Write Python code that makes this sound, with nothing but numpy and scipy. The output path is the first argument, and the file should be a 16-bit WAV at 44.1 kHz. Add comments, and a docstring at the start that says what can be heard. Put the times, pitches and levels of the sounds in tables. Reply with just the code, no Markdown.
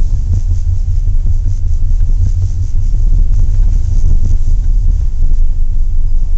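"""Slightly out-of-round wheels shake the cab of a suspended railway car as it rolls along its overhead steel
rail. The shaking comes at multiples of the wheels' turning rate. A rippled stretch of one tread drums once a
turn, with a booming floor panel and buzzing loose fittings. Rolling noise, jolts, ticks, squeaks and a faint
whine join in. The rumble overloads a small microphone, which cuts its peaks flat, so it breaks off sharply
where the jolts drive it hardest."""
import sys
import numpy as np
from scipy import signal
from scipy.fft import rfft, irfft, next_fast_len
from scipy.io import wavfile
from scipy.ndimage import uniform_filter1d

SR = 44100
rng = np.random.default_rng(int(sys.argv[2]) if len(sys.argv) > 2 else 0)


def generate_wav(signal):
    """Clip the signal to [-1, 1] and save it as 16-bit WAV at the path in sys.argv[1]."""
    frames = np.transpose(np.atleast_2d(signal))
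    scaled = np.clip(frames, -1, 1) * 32767
    pcm = np.round(scaled).astype(np.int16)
    wavfile.write(sys.argv[1], SR, pcm)


N = 280917

# treble colour of the microphone, strongest near 6 kHz and dropping steeply by 9 kHz: (f/Hz, gain/dB)
MIC = [(4000, 4), (5000, 7.5), (6200, 13), (7350, 9.5), (7900, -0.5), (8500, -2), (9000, -26)]
# levels of the drumming tread and of the floor panel: (t/s, drum level/dB, panel level/dB)
DRUMMING = [(0, -18.5, -33), (.13, -21.5, -23.5), (.32, -15, -22.5), (.52, -17.5, -21.5),
            (.73, -18.5, -25.5), (.92, -20.5, -25), (1.101, -23.5, -25), (1.299, -21, -24.5),
            (1.5, -18, -30), (1.7, -22.5, -22), (1.9, -23, -24.5), (2.05, -27, -21), (2.24, -17, -20.5),
            (2.45, -19, -21), (2.62, -20, -24.5), (2.8, -21, -30), (3.15, -24, -25), (3.55, -24, -23.5),
            (3.899, -19.5, -20.5), (4.1, -22, -17), (4.3, -19.5, -21), (4.47, -23.5, -23.5),
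            (4.65, -29, -21.5), (4.83, -25.5, -21.5), (5.02, -29, -17), (5.2, -32.5, -28.5),
            (5.6, -38.5, -27.5), (5.999, -29.5, -33), (6.37, -35, -36)]
# where in each turn the drum sounds: (peak/turns, length/turns, floor under the hump/dB)
DRUM_GATE = (.71, .8, -16)
LOBE_WAVER_DB = 2


def undb(db):
    """Turn decibels into a gain."""
    return 10 ** (np.asarray(db) / 20)


def curve(s, values):
    """Join points by straight lines in time."""
    return np.interp(np.arange(N) / SR, s, values)


def colour(x, points):
    """Filter by (f/Hz, gain/dB) points joined on a log-frequency axis."""
    size = next_fast_len(N)
    hz, db = np.transpose(points)
    bins = np.maximum(np.arange(size // 2 + 1) * SR / size, 1)
    gain = undb(np.interp(np.log(bins), np.log(hz), db))
    return irfft(rfft(x, size) * gain, size)[:N]


def resonate(x, hz, width_hz):
    """Ring at one pitch: a two-pole resonance with gain 1 at its centre."""
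    return signal.lfilter(*signal.iirpeak(hz, hz / width_hz, fs=SR), x)


def unit(x):
    """Scale to an rms of 1."""
    return x / np.sqrt(np.mean(x ** 2))


def walk(rate):
    """Wander at random: values held for 1 / rate seconds, smoothed twice, with an rms of 1."""
    k = int(SR / rate)
    held = np.repeat(rng.standard_normal(N // k + 1), k)
    smooth = uniform_filter1d(uniform_filter1d(held, k), k)
    return unit(smooth[:N])


def swells(table, blunt=0.79):
    """Humps of level, flatter on top and steeper at the ends as blunt falls; powers add where they overlap."""
    t, power = np.arange(N) / SR, 0
    for s, db, length in table:
        hump = np.abs(np.cos(np.pi * np.clip((t - s) / length, -.5, .5)))
        inside = hump > 1e-9
        power = power + (undb(db) * hump ** blunt * inside) ** 2
    return np.sqrt(power)


def once_a_turn(turn, gate):
    """A hump of level at the same place in every turn, scaled to a mean power of 1."""
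    blunt = 0.84  # below 1 the humps are flatter on top
    peak, share, floor_db = gate
    off = ((turn - peak + .5) % 1 - .5) / share
    hump = np.abs(np.cos(np.pi * np.clip(off, -.5, .5))) ** blunt
    return unit(np.hypot(hump, undb(floor_db)))


def whine():
    """Thin tones whose pitch barely wavers."""
    # steady tones: (f/Hz, rms level/dB)
    tones = [(4844, -71.5), (7490, -71), (7731, -77)]
    out = 0
    for hz, db in tones:
        pitch = hz + 4 * walk(2.9)
        out = out + np.sqrt(2) * undb(db) * np.sin(2 * np.pi * np.cumsum(pitch) / SR)
    return out


def rolling():
    """Rail roughness through the car body: wide noise bands that swell together and flicker alone."""
    # noise levels: (t/s, level/dB, extra below 45 Hz/dB, extra from 45 to 130 Hz/dB, extra above 3500 Hz/dB)
    roll_levels = [(0, -31.5, -0.5, 0, 2.5), (0.599, -33, -1, 0, 1), (1.2, -33, -1.5, 1.5, -2),
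                   (1.8, -34, -3, -2, 0.5), (2.1, -32.5, -3, -4, 1), (2.395, -33.5, -7, -3.5, 0.5),
                   (2.999, -33.5, 2.5, 1, 0), (3.601, -29.5, 0, 0, -1), (4.201, -31.5, -1, -2, 0),
                   (4.8, -32.5, 0, 1.5, -0.5), (5.402, -34, -6.5, -1, -1.5), (5.9, -34, -6.5, -3.5, -1.5),
                   (6.37, -33, -2.5, -2.5, -2)]
    # colour of the rolling noise and air in the cab: (f/Hz, gain/dB)
    cab_colour = [(3, 27), (10, 39.5), (20, 28.5), (38, 40.5), (55, 32.5), (80, 26.5), (100, 28), (118, 25),
                  (140, 16.5), (200, 9), (346, -1.5), (602, -8.5), (900, -11), (1150, -17.5), (1900, -21),
                  (4300, -23)]
    s, db, deep_db, bass_db, treble_db = np.transpose(roll_levels)
    extras_db = {1: curve(s, deep_db), 45: curve(s, bass_db), 3500: curve(s, treble_db)}
    edges_hz = [1, 45, 130, 400, 1200, 3500, 10000]
    out, shared = 0, walk(6.4)
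    for lo, hi in zip(edges_hz, edges_hz[1:]):
        band_pass = signal.butter(2, [lo, hi], "band", fs=SR, output="sos")
        band = signal.sosfilt(band_pass, rng.standard_normal(N))
        out = out + band * undb(0.36 * shared + 1.2 * walk(13) + extras_db.get(lo, 0))
    return colour(undb(curve(s, db)) * colour(out, cab_colour), MIC)


def squeaks():
    """Short, faint, unsteady tones that slide in pitch."""
    # squeaks: (t of peak/s, level/dB, length/s, f at peak/Hz, glide/Hz per s)
    slides = [(2.08, -56, .06, 6070, -3), (2.13, -55, .07, 6010, 301), (2.198, -66, 0.3, 4190, 98),
              (2.89, -55, .1, 5560, -3000), (6.09, -63, .07, 5030, -7000)]
    t, out = np.arange(N) / SR, 0
    for s, db, length, hz, glide in slides:
        pitch = hz + glide * np.clip(t - s, -length, length) + 20 * walk(40)
        out = out + swells([(s, db, length)]) * np.sin(2 * np.pi * np.cumsum(pitch) / SR)
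    return np.sqrt(2) * out * undb(2.5 * walk(70))


def ticks():
    """A small plastic part chatters for a few milliseconds: a scatter of fading taps rings its modes."""
    # chatters: (t/s, strength of the taps together/dB)
    chatters = [(1.074, -50), (1.2, -48), (1.443, -45.5), (2.002, -40.5), (2.254, -46), (2.288, -45),
                (3.484, -46), (3.543, -39.5), (3.628, -39.5), (3.7325, -42.5), (3.853, -47), (4.638, -41.5)]
    # ringing modes of the part: (f/Hz, relative level/dB, time to fade by 60 dB/s)
    modes = [(1590, 2.5, .018), (1950, -2, .007), (2400, -1, .009), (3000, -2, .006), (3690, -3, .007)]
    push, t = np.zeros(N), np.arange(int(0.053 * SR)) / SR
    for s, db in chatters:
        tap = rng.standard_normal(len(t)) * (rng.random(len(t)) < .08)
        tap = tap * np.exp(-t / 0.009)
        start = int(s * SR)
        push[start:start + len(t)] += undb(db) * tap / np.linalg.norm(tap)
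    t, ring = np.arange(int(.1 * SR)) / SR, 0
    for hz, db, t60 in modes:
        ring = ring + undb(db) * np.sin(2 * np.pi * hz * t) * np.exp(-np.log(1000) * t / t60)
    return signal.fftconvolve(push, ring)[:N]


def jolts(rumble):
    """The car jolts: at each jolt the rumble surges for a moment and a short pulse goes with it, so the
    overloaded microphone flattens its peaks and the sound breaks off sharply there."""
    # jolts, each with a short pulse, brighter the shorter: (t/s, peak of the pulse/dB, time scale of the
    # pulse/ms)
    jolt_table = [(0.27, -28, 0.63), (0.339, -28.5, 0.6), (.523, -27, .8), (1.259, -28, 0.9), (2.099, -30.5, 1),
                  (2.219, -25, 1), (2.423, -23, 0.39), (2.635, -25.5, 0.72), (2.951, -30, .8),
                  (3.206, -31.5, 0.91), (3.341, -27.5, 0.14), (3.396, -25.5, 0.27), (3.429, -24.5, .35),
                  (3.687, -30.5, 0.27), (3.922, -24, .8), (3.981, -21, .6), (4.101, -24.5, .5),
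                  (4.128, -27.5, .5), (4.509, -27, 0.52), (5.014, -25, 0.54), (5.228, -26, .55),
                  (5.244, -29.5, .5), (5.421, -30.5, 0.43)]
    surge_s, surge_from_db, surge_gain = .05, -31, .03  # gain is per dB above surge_from_db
    out, t, clock = np.zeros(N), np.arange(int(.03 * SR)) / SR, np.arange(N) / SR
    swing = np.sign(np.gradient(uniform_filter1d(rumble, size=88)))  # +1 rising, -1 falling
    for s, db, pulse_ms in jolt_table:
        x = t / (pulse_ms / 1000)
        pulse = np.sin(x) * np.exp(-x / 2)
        start = int(s * SR)
        # each pulse starts in the direction the rumble is swinging
        out[start:start + len(t)] += swing[start] * undb(db) * pulse / pulse.max()
        hump = np.cos(np.pi * np.clip((clock - s) / surge_s, -.5, .5)) ** 2
        out += surge_gain * max(db - surge_from_db, 0) * hump * rumble
    return out


def fittings(ripple):
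    """Ripples throw loose fittings against their seats: dense uneven clicks, bunched once a ripple, ring them."""
    # resonances of the fittings: (f/Hz, width/Hz, relative level/dB)
    resonances = [(4620, 110, -10.5), (4930, 100, -5.5), (5380, 64, -2.5), (5895, 120, 0.5), (6310, 81, -4),
                  (6430, 71, -2.5), (6730, 76, -6.5), (6900, 94, -6), (7690, 220, -12), (2790, 6900, -8.5)]
    # short bursts of buzz: (t of peak/s, level/dB)
    bursts = [(.03, -52), (.19, -53.5), (0.379, -45), (0.581, -46), (.79, -50), (.97, -50), (1.07, -58.5),
              (1.36, -51.5), (1.54, -46), (1.73, -48.5), (1.94, -50.5), (2.12, -60), (2.288, -44),
              (2.49, -44.5), (2.669, -46), (2.866, -47.5), (2.98, -50), (3.179, -51.5), (3.38, -47.5),
              (3.53, -53.5), (3.75, -47.5), (3.87, -47.5), (3.98, -43.5), (4.1, -47.5), (4.29, -44.5),
              (4.49, -48), (4.63, -53), (4.96, -52.5), (5.37, -53)]
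    burst_s, blunt = 0.14, 0.78
    bunch = np.clip(1 + .5 * np.cos(ripple + .5 * walk(23)), 0, None)
    sizes = undb(1.5 * rng.exponential(size=N)) * (rng.random(N) < .1)  # one sample in ten clicks
    clicks = bunch * sizes * rng.standard_normal(N)
    buzz = sum(undb(db) * resonate(clicks, hz, width) for hz, width, db in resonances)
    level = swells([(s, db, burst_s) for s, db in bursts], blunt)
    return level * unit(colour(buzz, MIC))


def panel(turn):
    """A floor panel booms after each drum beat, near one pitch that wavers at random."""
    # where in each turn the panel sounds: (peak/turns, length/turns, floor under the hump/dB)
    panel_gate = (0.874, 0.76, -6.5)
    s, _, db = np.transpose(DRUMMING)
    hz = 71.55 * (1 + .08 * walk(12))
    level = np.sqrt(2) * undb(curve(s, db) + 1.5 * walk(8)) * once_a_turn(turn, panel_gate)
    return level * np.sin(2 * np.pi * np.cumsum(hz) / SR)


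def drum(turn, ripple):
    """The ripples hum while their stretch of tread carries the load, once a turn."""
    s, db, _ = np.transpose(DRUMMING)
    level = np.sqrt(2) * undb(curve(s, db) + 1.1 * walk(8)) * once_a_turn(turn, DRUM_GATE)
    return level * np.cos(ripple)


def three_cornered(turn):
    """The slightly three-cornered driven wheel heaves three times a turn; the ripples lie in a hollow."""
    angle = 2 * np.pi * (turn - DRUM_GATE[0])
    level = np.sqrt(2) * undb(-21 + LOBE_WAVER_DB * walk(3.018))
    return -level * np.cos(3 * angle + 0.24 * walk(2.7))


def lobes(turn):
    """Bumps around the wheel over the cab, called lobes, lift the car that many times a turn."""
    # lobes that hold their level: {bumps a turn: level/dB}
    steady_lobes = {7: -24.5, 13: -32.5, 14: -35}
    # lobes that swell and fade: (t/s, 4 bumps a turn/dB, 5 bumps a turn/dB, 6 bumps a turn/dB)
    strong_lobes = [(0, -10.5, -32, -11.5), (.1, -13, -26.5, -16), (.3, -21, -22.5, -15.5),
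                    (.55, -29.5, -28.5, -14), (.85, -12, -30.5, -14.5), (1.0, -22.5, -29.5, -11.5),
                    (1.2, -10.5, -20, -13), (1.4, -13.5, -23, -16), (1.53, -19, -26.5, -14.5),
                    (1.75, -12.5, -23.5, -12.5), (2.0, -10.5, -17.5, -13), (2.3, -17.5, -18.5, -14),
                    (2.52, -28, -19.5, -15), (2.76, -12, -29.5, -15.5), (2.88, -16.5, -18, -15),
                    (3.12, -10, -17, -12), (3.351, -6, -20, -14), (3.7, -11.5, -20.5, -12),
                    (3.87, -14.5, -12, -14), (4.03, -7.5, -24, -13.5), (4.37, -8.5, -14, -19.5),
                    (4.62, -13.5, -25, -16), (4.81, -21.5, -16.5, -10.5), (4.97, -17.5, -16, -14),
                    (5.1, -16, -15, -22.5), (5.3, -7, -23, -16.5), (5.47, -6, -16.5, -20.5),
                    (5.67, -8, -31, -20), (5.9, -9.5, -25.5, -17.5), (6.03, -8.5, -30, -24),
                    (6.2, -8, -25.5, -18), (6.37, -11, -23.5, -28)]
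    # bumps a turn of the lobes with a hollow where the others have a bump
    hollow_first = (7, 13, 14)
    first_turn = .835  # part of a turn already rolled at the start
    s, four_db, five_db, six_db = np.transpose(strong_lobes)
    levels = {**steady_lobes, 4: curve(s, four_db), 5: curve(s, five_db), 6: curve(s, six_db)}
    angle, out = 2 * np.pi * (turn + first_turn), 0
    for bumps, db in levels.items():
        level = np.sqrt(2) * undb(db + LOBE_WAVER_DB * walk(6))
        phase = np.pi * (bumps in hollow_first) + 0.22 * walk(2.7)
        out = out + level * np.cos(bumps * angle + phase)
    return out


def scene():
    """Roll both wheels, shake the car with them, then add the other sounds in the cab."""
    # wheel speeds: (t/s, driven wheel/turns per s, slightly smaller wheel over the cab/turns per s)
    wheel_speeds = [(0, 5.14, 5.198), (1.6, 5.285, 5.327), (3.2, 5.399, 5.434), (4.8, 5.482, 5.503),
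                    (6.37, 5.534, 5.535)]
    ripples = 17  # around the whole tread
    drum_rise_hz = 4.58  # the hum climbs through each beat, this far either side of its pitch
    s, driven, over_cab = np.transpose(wheel_speeds)
    turn = np.cumsum(curve(s, driven)) / SR
    cab_turn = np.cumsum(curve(s, over_cab)) / SR
    # phase of the ripples, counted from the middle of the rippled stretch
    from_middle = turn - DRUM_GATE[0]
    ripple = 2 * np.pi * ripples * from_middle + .5 * walk(7)
    ripple = ripple - drum_rise_hz / curve(s, driven) * (np.cos(2 * np.pi * from_middle) - 1)
    car = lobes(cab_turn) + three_cornered(turn) + drum(turn, ripple) + panel(turn) + rolling()
    return (car + jolts(car) + fittings(ripple) + ticks() + squeaks() + whine())[None]


def record(dry):
    """The overloaded microphone cuts the peaks flat; a steep filter then removes the top treble."""
    overload, top_hz = .706, 10300
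    flat = np.clip(dry, -overload, overload)
    top = signal.cheby2(10, 60, top_hz, fs=SR, output="sos")
    first = flat[:, :1]  # filtering around the first value avoids a jump at the start
    return signal.sosfilt(top, flat - first) + first


dry = scene()
out = record(dry)
generate_wav(out)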